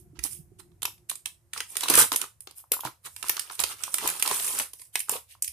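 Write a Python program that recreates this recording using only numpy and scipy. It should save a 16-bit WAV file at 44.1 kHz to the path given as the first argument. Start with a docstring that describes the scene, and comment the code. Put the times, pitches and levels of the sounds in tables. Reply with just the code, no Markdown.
"""Candy wrapper torn open and crumpled

A stiff plastic wrapper is picked up, torn open and crumpled by hand on a table in a small bedroom, caught by a
two-port phone microphone. Creases snap as short noise cracks, swarms of tiny buckles rustle as grainy noise, and
the air pocket pops as brief sagging tones. The table and walls answer with echoes. Soft thumps, a low house rumble,
a fading drone and hiss lie behind."""
import sys
import numpy as np
from scipy import signal
from scipy.fft import rfft, irfft, next_fast_len
from scipy.io import wavfile
from scipy.ndimage import uniform_filter1d, map_coordinates

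SR = 44100
rng = np.random.default_rng(int(sys.argv[2]) if len(sys.argv) > 2 else 0)


def inscribe(sig):
    """Save sig as 16-bit PCM at rate SR to the path in sys.argv[1].

    A 1-D sig is mono; a 2-D sig holds one channel per row.
    Samples are clipped to [-1, 1] before scaling.
    """
    pcm = np.round(np.clip(np.atleast_2d(sig).T, -1, 1) * 32767)
    wavfile.write(sys.argv[1], SR, pcm.astype(np.int16))


N = 243431


def snaps():
    """Each crease flips in a crack of a few milliseconds; the table top throws it back and neighbours follow."""
    # creases that snap: t/s, level/dB, fullness/dB (middle band over treble)
    creases = [(0.1915, -38, 4.5), (0.238, -17.5, -16), (0.717, -78, 16), (.82, -22.5, -4.5),
               (.83, -18.5, -6), (.854, -13, -2.5), (0.98, -52.5, 1.5), (1.0974, -15, -8.5),
               (1.113, -29, 2.5), (1.1554, -25.5, -10.5), (1.2581, -18, -3), (1.5338, -20, -2.5),
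               (1.5769, -22.5, -2), (1.6046, -20, 2.5), (1.755, -28, 4), (1.7684, -15, -3),
               (1.8084, -16, -8.5), (1.8348, -19, 3.5), (1.8842, -14.5, 1.5), (1.9, -3.5, -13),
               (1.9389, -6, -8), (1.9533, -2.5, -11), (1.975, -9, -7.5), (1.988, -3.5, -18),
               (2.0, -8, -12.5), (2.012, -8.5, -8), (2.1188, -18.5, 6.5), (2.1278, -13.5, -9),
               (2.1606, -7, -11), (2.215, -17, -1), (2.4062, -30.5, -14), (2.4724, -41, 11.5),
               (2.51, -41, 3.5), (2.7187, -13, -3), (2.8055, -26, -7.5), (2.85, -24.5, -14),
               (3.048, -57, 3), (3.1635, -25.5, -5.5), (3.2275, -24, 3.5), (3.285, -18.5, -16),
               (3.2953, -6.5, -7), (3.368, -22.5, 0), (3.395, -16, -5), (3.4983, -46, 17), (3.511, -46, 12),
               (3.5531, -30, -10.5), (3.5934, -20.5, 2), (3.6009, -10.5, -16.5), (3.6377, -11, -1.5),
               (3.8365, -18, -5), (3.9418, -10, -6.5), (3.984, -20, -1), (4.0753, -8.5, -15),
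               (4.089, -22.5, -0.5), (4.2247, -7, -7), (4.2603, -19.5, 2.5), (4.2757, -14, -3),
               (4.3127, -29, 13), (4.344, -15, -17), (4.398, -28, 4.5), (4.4243, -23, -8.5),
               (4.4454, -21.5, -8), (4.4816, -17, -13.5), (4.588, -13.5, -8), (4.599, -16.5, 0.5),
               (4.7337, -29, -7), (4.796, -40.5, 1), (4.817, -31, -8), (4.956, -13, -2.5),
               (4.993, -20, -39), (5.003, -16.5, -10), (5.0946, -11.5, -15), (5.4234, -12, -24),
               (5.445, -24.5, -3.5), (5.478, -21, -7)]
    rise_s, t60_s, flip_t60_s = 0.0002, 0.007, 0.0037  # the first flip is the shortest
    echo_least_s, echo_scatter_s, echo_db = 0.0021, 0.0003, -4  # the table top's answer
    # neighbouring creases give way within this time, at most this loud, the later the weaker
    after_s, after_db, after_scatter_db = 0.04, -12.5, 12
    click_db, click_slope = 9.5, 0.26  # the bare step that starts a flip, sharper in loud snaps
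    pocket_db, place_scatter_db = -9, 2.5

    t = np.arange(2400) / SR
    trains = np.zeros((3, 2, N + len(t)))  # three parts of the wrapper, each as mid and side

    def crack(at, fall_s=t60_s):
        return np.clip((t - at) / rise_s, 0, 1) * amp(-60 * np.abs(t - at) / fall_s)

    for s, db, full_db in creases:
        echo_s = echo_least_s + echo_scatter_s * rng.uniform()
        shape = crack(0, flip_t60_s) + amp(echo_db) * crack(echo_s)
        for weak, late in rng.uniform(size=(5, 2)):
            shape += amp(after_db - after_scatter_db * (weak + late)) * crack(after_s * late)
        burst = shape * rng.standard_normal((3, 2, len(t)))
        burst *= np.linalg.norm(shape) / np.linalg.norm(burst, axis=2, keepdims=True)
        # one step for the flip, a weaker one for its echo; a random share of both goes to the side
        steps = amp(click_db + click_slope * db + np.array([0, 2 * echo_db]))
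        side_share = rng.uniform(-0.58, 0.55)
        burst[..., [round(rise_s * SR), round(echo_s * SR)]] += steps * [[1], [side_share]]
        gains = buckle_gains(s, db, full_db, pocket_db)
        trains[..., round(s * SR):][..., :len(t)] += burst * gains[:, None, None]

    # each crease sits somewhere else on the film; its place is taken up 3 ms ahead of the snap
    latest = np.searchsorted(np.array(creases)[:, 0] - 0.003, np.arange(N) / SR)
    side_db = place_scatter_db * rng.standard_normal(len(creases) + 1)[latest]
    return mottled(wrapper(*trains[..., :N]), depth_db=2.5) * amp([side_db / 2, -side_db / 2])


def rustle():
    """Squeezed film buckles in clumps, a few large among many small; each part has buckles of its own too."""
    # swarms of tiny buckles: middle t/s, half length/s, level/dB, fullness/dB (middle band over treble)
    swarm_rows = [(0, 0.037, -67.5, -14), (0.168, 0.011, -82, 19), (0.256, 0.017, -37.5, -5.5),
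                  (0.321, 0.065, -48.5, -17), (0.599, 0.0085, -47, -3.5), (1.097, 0.005, -34, -11.5),
                  (1.582, 0.031, -41, -2), (1.745, 0.087, -47.5, -17), (1.858, 0.092, -40, -3),
                  (1.908, 0.019, -27.5, -0.5), (1.96, 0.029, -25, 0), (1.995, 0.02, -11, -11.5),
                  (2.026, 0.019, -20, -5), (2.138, 0.009, -29.5, 1.5), (2.223, 0.026, -61.5, 17),
                  (2.588, 0.024, -48.5, -11.5), (2.738, 0.0074, -27, -7), (2.861, 0.018, -40.5, 6.5),
                  (3.063, 0.015, -41.5, -3), (3.188, 0.097, -50.5, -22), (3.357, 0.11, -45.5, -1),
                  (3.543, 0.036, -44.5, -9.5), (3.61, 0.018, -33.5, -2.5), (3.713, 0.028, -37.5, -4),
                  (3.856, 0.063, -41, -4.5), (3.954, 0.036, -39.5, -28), (4.054, 0.063, -34.5, -1),
                  (4.102, 0.003, -23, -12.5), (4.2, 0.0036, -26.5, -9.5), (4.28, 0.16, -39.5, -4),
                  (4.466, 0.12, -28.5, -10.5), (4.6, 0.042, -34, -3), (4.812, 0.051, -51, -18),
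                  (4.949, 0.014, -42, -10.5), (5.117, 0.0025, -22.5, -23), (5.135, 0.034, -33, -4),
                  (5.319, 0.027, -51.5, -0.5)]
    # the table shaken by hard squeezes: f/Hz, relative level/dB
    table_colour = [(20, -17), (60, -3), (170, -1), (300, -5), (600, -37.5)]
    typical_rate_hz, buckle_t60_s = 810, 0.0034
    # a harder squeeze pumps the pocket more than it adds crackle
    pocket_db, pump_slope, pump_from_db = -1.5, 0.27, -36.5

    chance = typical_rate_hz / SR * amp(6.5 * wobble(30))
    struck = rng.uniform(size=(4, N)) < chance
    sizes = struck * amp(np.minimum(4 * rng.exponential(size=(4, N)), 11))
    swarm = unit(signal.lfilter([1], [1, -amp(-60 / (buckle_t60_s * SR))], sizes))
    # steady power, buckles shared by all parts, and buckles of each part alone
    own_power = np.array([[0.12], [0.2], [0.4]]) * swarm[1:] ** 2
    grain = np.sqrt(0.27 + 0.27 * swarm[0] ** 2 + own_power)

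    levels, t = np.zeros((3, N)), np.arange(N) / SR
    for s, half, db, full_db in swarm_rows:
        near = slice(max(0, round((s - 3 * half) * SR)), round((s + 3 * half) * SR))
        pumped_db = pocket_db + pump_slope * (db - pump_from_db)
        swell = np.exp(-((t[near] - s) / half) ** 2)
        levels[:, near] += buckle_gains(s, db, full_db, pumped_db)[:, None] * swell
    excitation = (levels * grain)[:, None] * rng.standard_normal((3, 2, N))
    film = mottled(wrapper(*excitation), depth_db=3.0)
    # hard squeezes also shake the table under the phone
    shake = filtered(levels[2] * rng.standard_normal((2, N)), band(lambda hz: amp(along(table_colour, hz))))
    return film + amp(-21.0) * spread(shake)


def buckle_gains(s, db, full_db, pocket_db):
    """Gains of crisp edge, film and air pocket for one buckle: a fuller buckle moves more air."""
    pocket_slope = 1.54  # pocket dB per dB of fullness
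    lift_s, lift_db = 5.25, -31  # held up by one corner, the pocket nearly falls silent
    air_db = pocket_slope * full_db + pocket_db + lift_db * (s > lift_s)
    return amp(db + np.array([0, full_db, air_db]))


def wrapper(treble, middle, pocket):
    """Three excitations sound through the crisp edge, the film and the resonant air pocket of the wrapper."""
    # treble of the crisp edge: f/Hz, relative level/dB
    crisp_colour = [(2500, -81.5), (5000, -6), (6800, -4), (8300, 2.5), (9700, 5), (11300, 0), (13400, -1),
                    (14500, -4.5), (14900, -43), (16300, -49)]
    # middle band of the film: f/Hz, relative level/dB
    film_colour = [(600, -74), (1200, -44.5), (1700, -7), (2600, -1), (4500, -3.5), (6500, -7.5),
                   (8000, -12), (11000, -69.5)]
    # resonances of the air pocket at middle size: f/Hz, width/Hz, relative level/dB
    pocket_modes = [(321, 92, -6.5), (582, 390, -2), (677, 280, 0), (1122, 307, 2), (1410, 800, -6.5)]
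    swing = 0.13  # the hands change the pocket's size, so its pitch wanders by about this share

    def ring(f):
        total = 0
        for k, (c, w, db) in enumerate(pocket_modes):
            total = total + (-1) ** k * amp(db) * 1j * f * w / (c * c - f * f + 1j * f * w)
        return total

    crisp = filtered(treble, band(lambda hz: amp(along(crisp_colour, hz))))
    film = filtered(middle, band(lambda hz: amp(along(film_colour, hz))))
    # crossfade between a large and a small pocket
    size = np.pi / 4 * (1 + np.tanh(2 * wobble(22)))
    large = filtered(np.cos(size) * pocket, band(lambda f: ring(f * (1 + swing))))
    small = filtered(np.sin(size) * pocket, band(lambda f: ring(f * (1 - swing))))
    return spread(crisp + film + large + small)


def mottled(x, depth_db):
    """Every few milliseconds another fold sounds, in another colour: random gains over time and frequency."""
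    z = signal.stft(x, nperseg=256)[2]
    field = uniform_filter1d(rng.standard_normal(z.shape[1:]), size=6, axis=0)
    field = uniform_filter1d(field, size=2, axis=1)
    gain = amp(depth_db * unit(field))
    return signal.istft(z * unit(gain), nperseg=256)[1][:, :N]


def placed(x):
    """Left-right level from where the wrapper is, top treble from how the film is turned."""
    # the wrapper's place, brought in from the right: t/s, left over right level/dB
    side_rows = [(0, -22), (.8, -3.5), (1.6, 0.5), (2.7, -1.5), (3.2, -2), (4.3, -0.5), (4.6, -0.5),
                 (5.52, -1)]
    # gain of the top treble as the film turns: t/s, level/dB
    sheen_rows = [(0, 8), (1.2, -4.5), (1.9, 0), (2.3, 1), (2.75, 10.5), (3.1, -0.5), (3.7, 0), (4.3, 0.5),
                  (5.52, 2.5)]
    sheen_hz = 10700
    side_db, = curves(side_rows)
    sheen_db, = curves(sheen_rows)
    top = filtered(x, lambda hz: 1 / (1 + (sheen_hz / (hz + 1)) ** 16))
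    x = x + (amp(sheen_db) - 1) * top
    return x * amp([side_db / 2, -side_db / 2])


def pops():
    """The squeezed air pocket rings for a few cycles, slightly rough and sagging in pitch, alike at both ports."""
    # dull pops: t/s, level/dB, f/Hz
    pop_rows = [(0.828, -29.5, 1010), (0.852, -21, 1042), (0.878, -33, 990), (1.115, -26.5, 1092),
                (1.563, -24.5, 1276), (1.607, -19, 1540), (1.833, -19, 1013), (1.858, -17.5, 1087),
                (1.9, -10, 987), (1.977, -16, 486), (2.119, -13.5, 1102), (2.24, -21, 1267),
                (2.472, -44, 955), (2.64, -40.5, 1024), (2.717, -25, 477), (2.767, -25.5, 1026),
                (2.792, -25, 1080), (2.835, -22, 950), (2.852, -12.5, 940), (2.873, -19.5, 1390),
                (3.242, -23.5, 1090), (3.378, -21.5, 1240), (3.509, -28, 1030), (3.529, -33.5, 1080),
                (3.596, -22, 1104), (3.601, -22.5, 1038), (3.879, -23, 1104), (4.049, -29.5, 373),
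                (4.058, -17.5, 1015), (4.253, -22.5, 1040), (4.269, -23, 1105), (4.312, -19, 848),
                (4.316, -24, 445), (4.403, -31.5, 710), (4.609, -29.5, 803), (4.955, -25, 797),
                (5.086, -23.5, 1305), (5.096, -20, 971), (5.124, -29.5, 450), (5.155, -25, 504),
                (5.351, -42, 1080)]
    cycles, rise_s = 12.4, 0.00074  # cycles to fall 60 dB
    sag, puff_db = 0.016, -11  # share of pitch lost per cycle; rough air in the ring
    out, t = np.zeros(N + 2000), np.arange(2000) / SR
    for s, db, hz in pop_rows:
        puff = unit(uniform_filter1d(rng.standard_normal(len(t)), size=24))
        tone = np.sin(2 * np.pi * hz * t * (1 + sag * (1 - hz * t / 2)))
        fade = amp(-60 * t * hz / cycles) * (1 - np.exp(-(t / rise_s) ** 2))
        out[round(s * SR):][:len(t)] += amp(db) * (1 + amp(puff_db) * puff) * tone * fade
    return np.array([out[:N], out[:N]])


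def walls(x):
    """Diffuse echoes build up within 1.4 ms and die by band; the hands move, so the pattern keeps changing."""
    # decay of the small room: f/Hz, time to fall 60 dB/s
    decay = [(300, 0.15), (2000, 0.19), (6000, 0.22), (14000, 0.22)]
    step, length = 4096, 20480  # samples per echo pattern, samples of tail
    out = np.zeros((2, N + SR))
    for at in range(0, N, step):
        hz, t, z = signal.stft(rng.standard_normal((2, length)), SR, nperseg=256)
        fading = z * amp(-60 * t / along(decay, hz)[:, None])
        tail = signal.istft(fading, SR, nperseg=256)[1][:, :length]
        tail = tail * np.clip(np.arange(length) / SR / 0.0014, 0, 1) ** 2
        alike = 0.29 * tail.sum(axis=0) + 1.5 * tail
        source = x[:, at:at + step].mean(axis=0)[None]
        echo = signal.fftconvolve(source, alike / np.linalg.norm(alike[0]), axes=1)
        out[:, at:at + echo.shape[1]] += echo
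    return out[:, :N]


def thumps():
    """Arms and fingers thump softly through the table: sines that swell and die, nearer the right port."""
    # thumps: t/s, level before the slow swell/dB, f/Hz
    thump_rows = [(0.131, -31, 310), (0.184, -34.5, 62.3), (0.185, -28, 320), (0.247, -27, 305),
                  (0.389, -30.5, 157), (0.517, -31, 362), (0.591, -31.5, 354), (2.005, -33, 93.3),
                  (2.851, -29.5, 128.3), (3.624, -41.5, 78.6), (5.479, -45.5, 73)]
    cycles, rise_s, side_db = 12, 0.016, -7.5  # cycles to fall 60 dB; left over right
    out, t = np.zeros(N + 8000), np.arange(8000) / SR
    for s, db, hz in thump_rows:
        swell = 1 - np.exp(-t / rise_s)
        out[round(s * SR):][:len(t)] += amp(db - 60 * t * hz / cycles) * np.sin(2 * np.pi * hz * t) * swell
    return out[:N] * amp([[side_db / 2], [-side_db / 2]])


def house():
    """Shaped noise: a lumpy rumble, a wavering drone that fades, and the microphone's hiss."""
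    # rumble before its lumps: t/s, level/dB
    rumble_rows = [(0.0, -58), (1.72, -67), (5.52, -69)]
    # colour of the rumble: f/Hz, relative level/dB
    rumble_colour = [(15, -40.5), (25, -23.5), (60, 3.5), (110, 5.5), (160, -9), (230, -17.5), (300, -30.5),
                     (600, -89)]
    # bands of the drone: f/Hz, half width/Hz, relative level/dB
    drone_bands = [(148, 40, 2.5), (351, 17, 2.5), (714, 25, -17)]
    # colour of the hiss: f/Hz, relative level/dB
    hiss_colour = [(200, -31.5), (500, 4), (2200, -4), (3500, -11), (9800, -2.5), (14000, -6), (15000, -39)]
    drone_db, hold_s, fade_s, drop_db = -60.5, 0.7, 0.75, 24

    def noise(response):
        return unit(filtered(spread(rng.standard_normal((2, N))), response))

    def drone_response(hz):
        return sum(amp(db) / (1 + ((hz - c) / w) ** 2) for c, w, db in drone_bands)

    rumble_db = curves(rumble_rows)[0] + 2.2 * wobble(5)
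    rumble = amp(rumble_db) * noise(lambda hz: amp(along(rumble_colour, hz)))
    faded = 1 - np.exp(-np.clip(np.arange(N) / SR - hold_s, 0, None) / fade_s)
    drone = amp(drone_db - drop_db * faded + 1.1 * wobble(33)) * noise(drone_response)
    hiss = amp(-75.0) * noise(lambda hz: amp(along(hiss_colour, hz)))
    return rumble + drone + hiss


def spread(pair):
    """Two unrelated signals, taken as mid and side, mixed to the likeness that the two ports hear."""
    # likeness of the ports: f/Hz, left-right correlation (1 = the same)
    likeness = [(60, 0.54), (130, 0.99), (250, 0.66), (500, 0.9), (1400, 0.13), (3000, 0.097),
                (14000, 0.23)]

    def mid_side(hz):
        turn = np.arccos(np.clip(along(likeness, hz), -1, 1)) / 2
        return np.array([np.cos(turn), np.sin(turn)])

    mid, side = filtered(pair, mid_side)
    return np.array([mid + side, mid - side])


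def amp(db):
    """Amplitude factor of a level in dB."""
    return 10 ** (np.asarray(db) / 20)


def unit(x):
    """x scaled to an rms of 1."""
    return x / np.sqrt(np.mean(x ** 2) + 1e-20)


def along(points, hz):
    """Values between (Hz, value) points on a log axis."""
    f, v = np.transpose(points)
    return np.interp(np.log(hz + 1), np.log(f + 1), v)


def curves(rows):
    """One value per sample for each column after the time."""
    s, *cols = np.transpose(rows)
    return [np.interp(np.arange(N) / SR, s, c) for c in cols]


def wobble(rate):
    """A smooth random curve, rate knots a second."""
    return map_coordinates(rng.standard_normal(int(N * rate / SR) + 4), [np.arange(N) * rate / SR])


def filtered(x, response):
    """x times a response of frequency."""
    m = next_fast_len(N + 8192)
    return irfft(rfft(x, m) * response(np.fft.rfftfreq(m, 1 / SR)), m)[..., :N]


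def band(response):
    """The response scaled so that white noise keeps its rms."""
    return lambda hz: response(hz) / np.sqrt(np.mean(np.abs(response(hz)) ** 2))


def scene():
    """The wrapper and its pops, their answer from the walls, the house and the thumps."""
    crackle, pocket = placed(snaps() + rustle()), pops()
    echoes = amp(-4.0) * walls(crackle + amp(-3.5) * pocket)
    return crackle + pocket + echoes + house() + thumps()


def record(dry):
    """The two ports differ in colour, the loudest cracks round off, the microphone dulls and then cuts the top."""
    # difference of the ports: f/Hz, left over right level/dB
    port_colour = [(60, -2.5), (200, -1), (500, 1), (1300, -1.5), (4400, 0), (8100, -5.5), (9800, -10.5),
                   (11500, 4.5), (13500, 7)]
    edge_hz, edge_db, top_hz = 14600, -10, 16473  # dulled within 300 Hz above the edge; nothing from top_hz up

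    def port_gains(hz):
        side_db = along(port_colour, hz)
        return amp([side_db / 2, -side_db / 2])

    ports = filtered(dry, port_gains)
    soft = ports / (1 + np.abs(ports / 0.85) ** 5) ** (1 / 5)
    return filtered(soft, lambda hz: (hz < top_hz) * amp(edge_db * np.clip((hz - edge_hz) / 300, 0, 1)))


dry = scene()
out = record(dry)
inscribe(out)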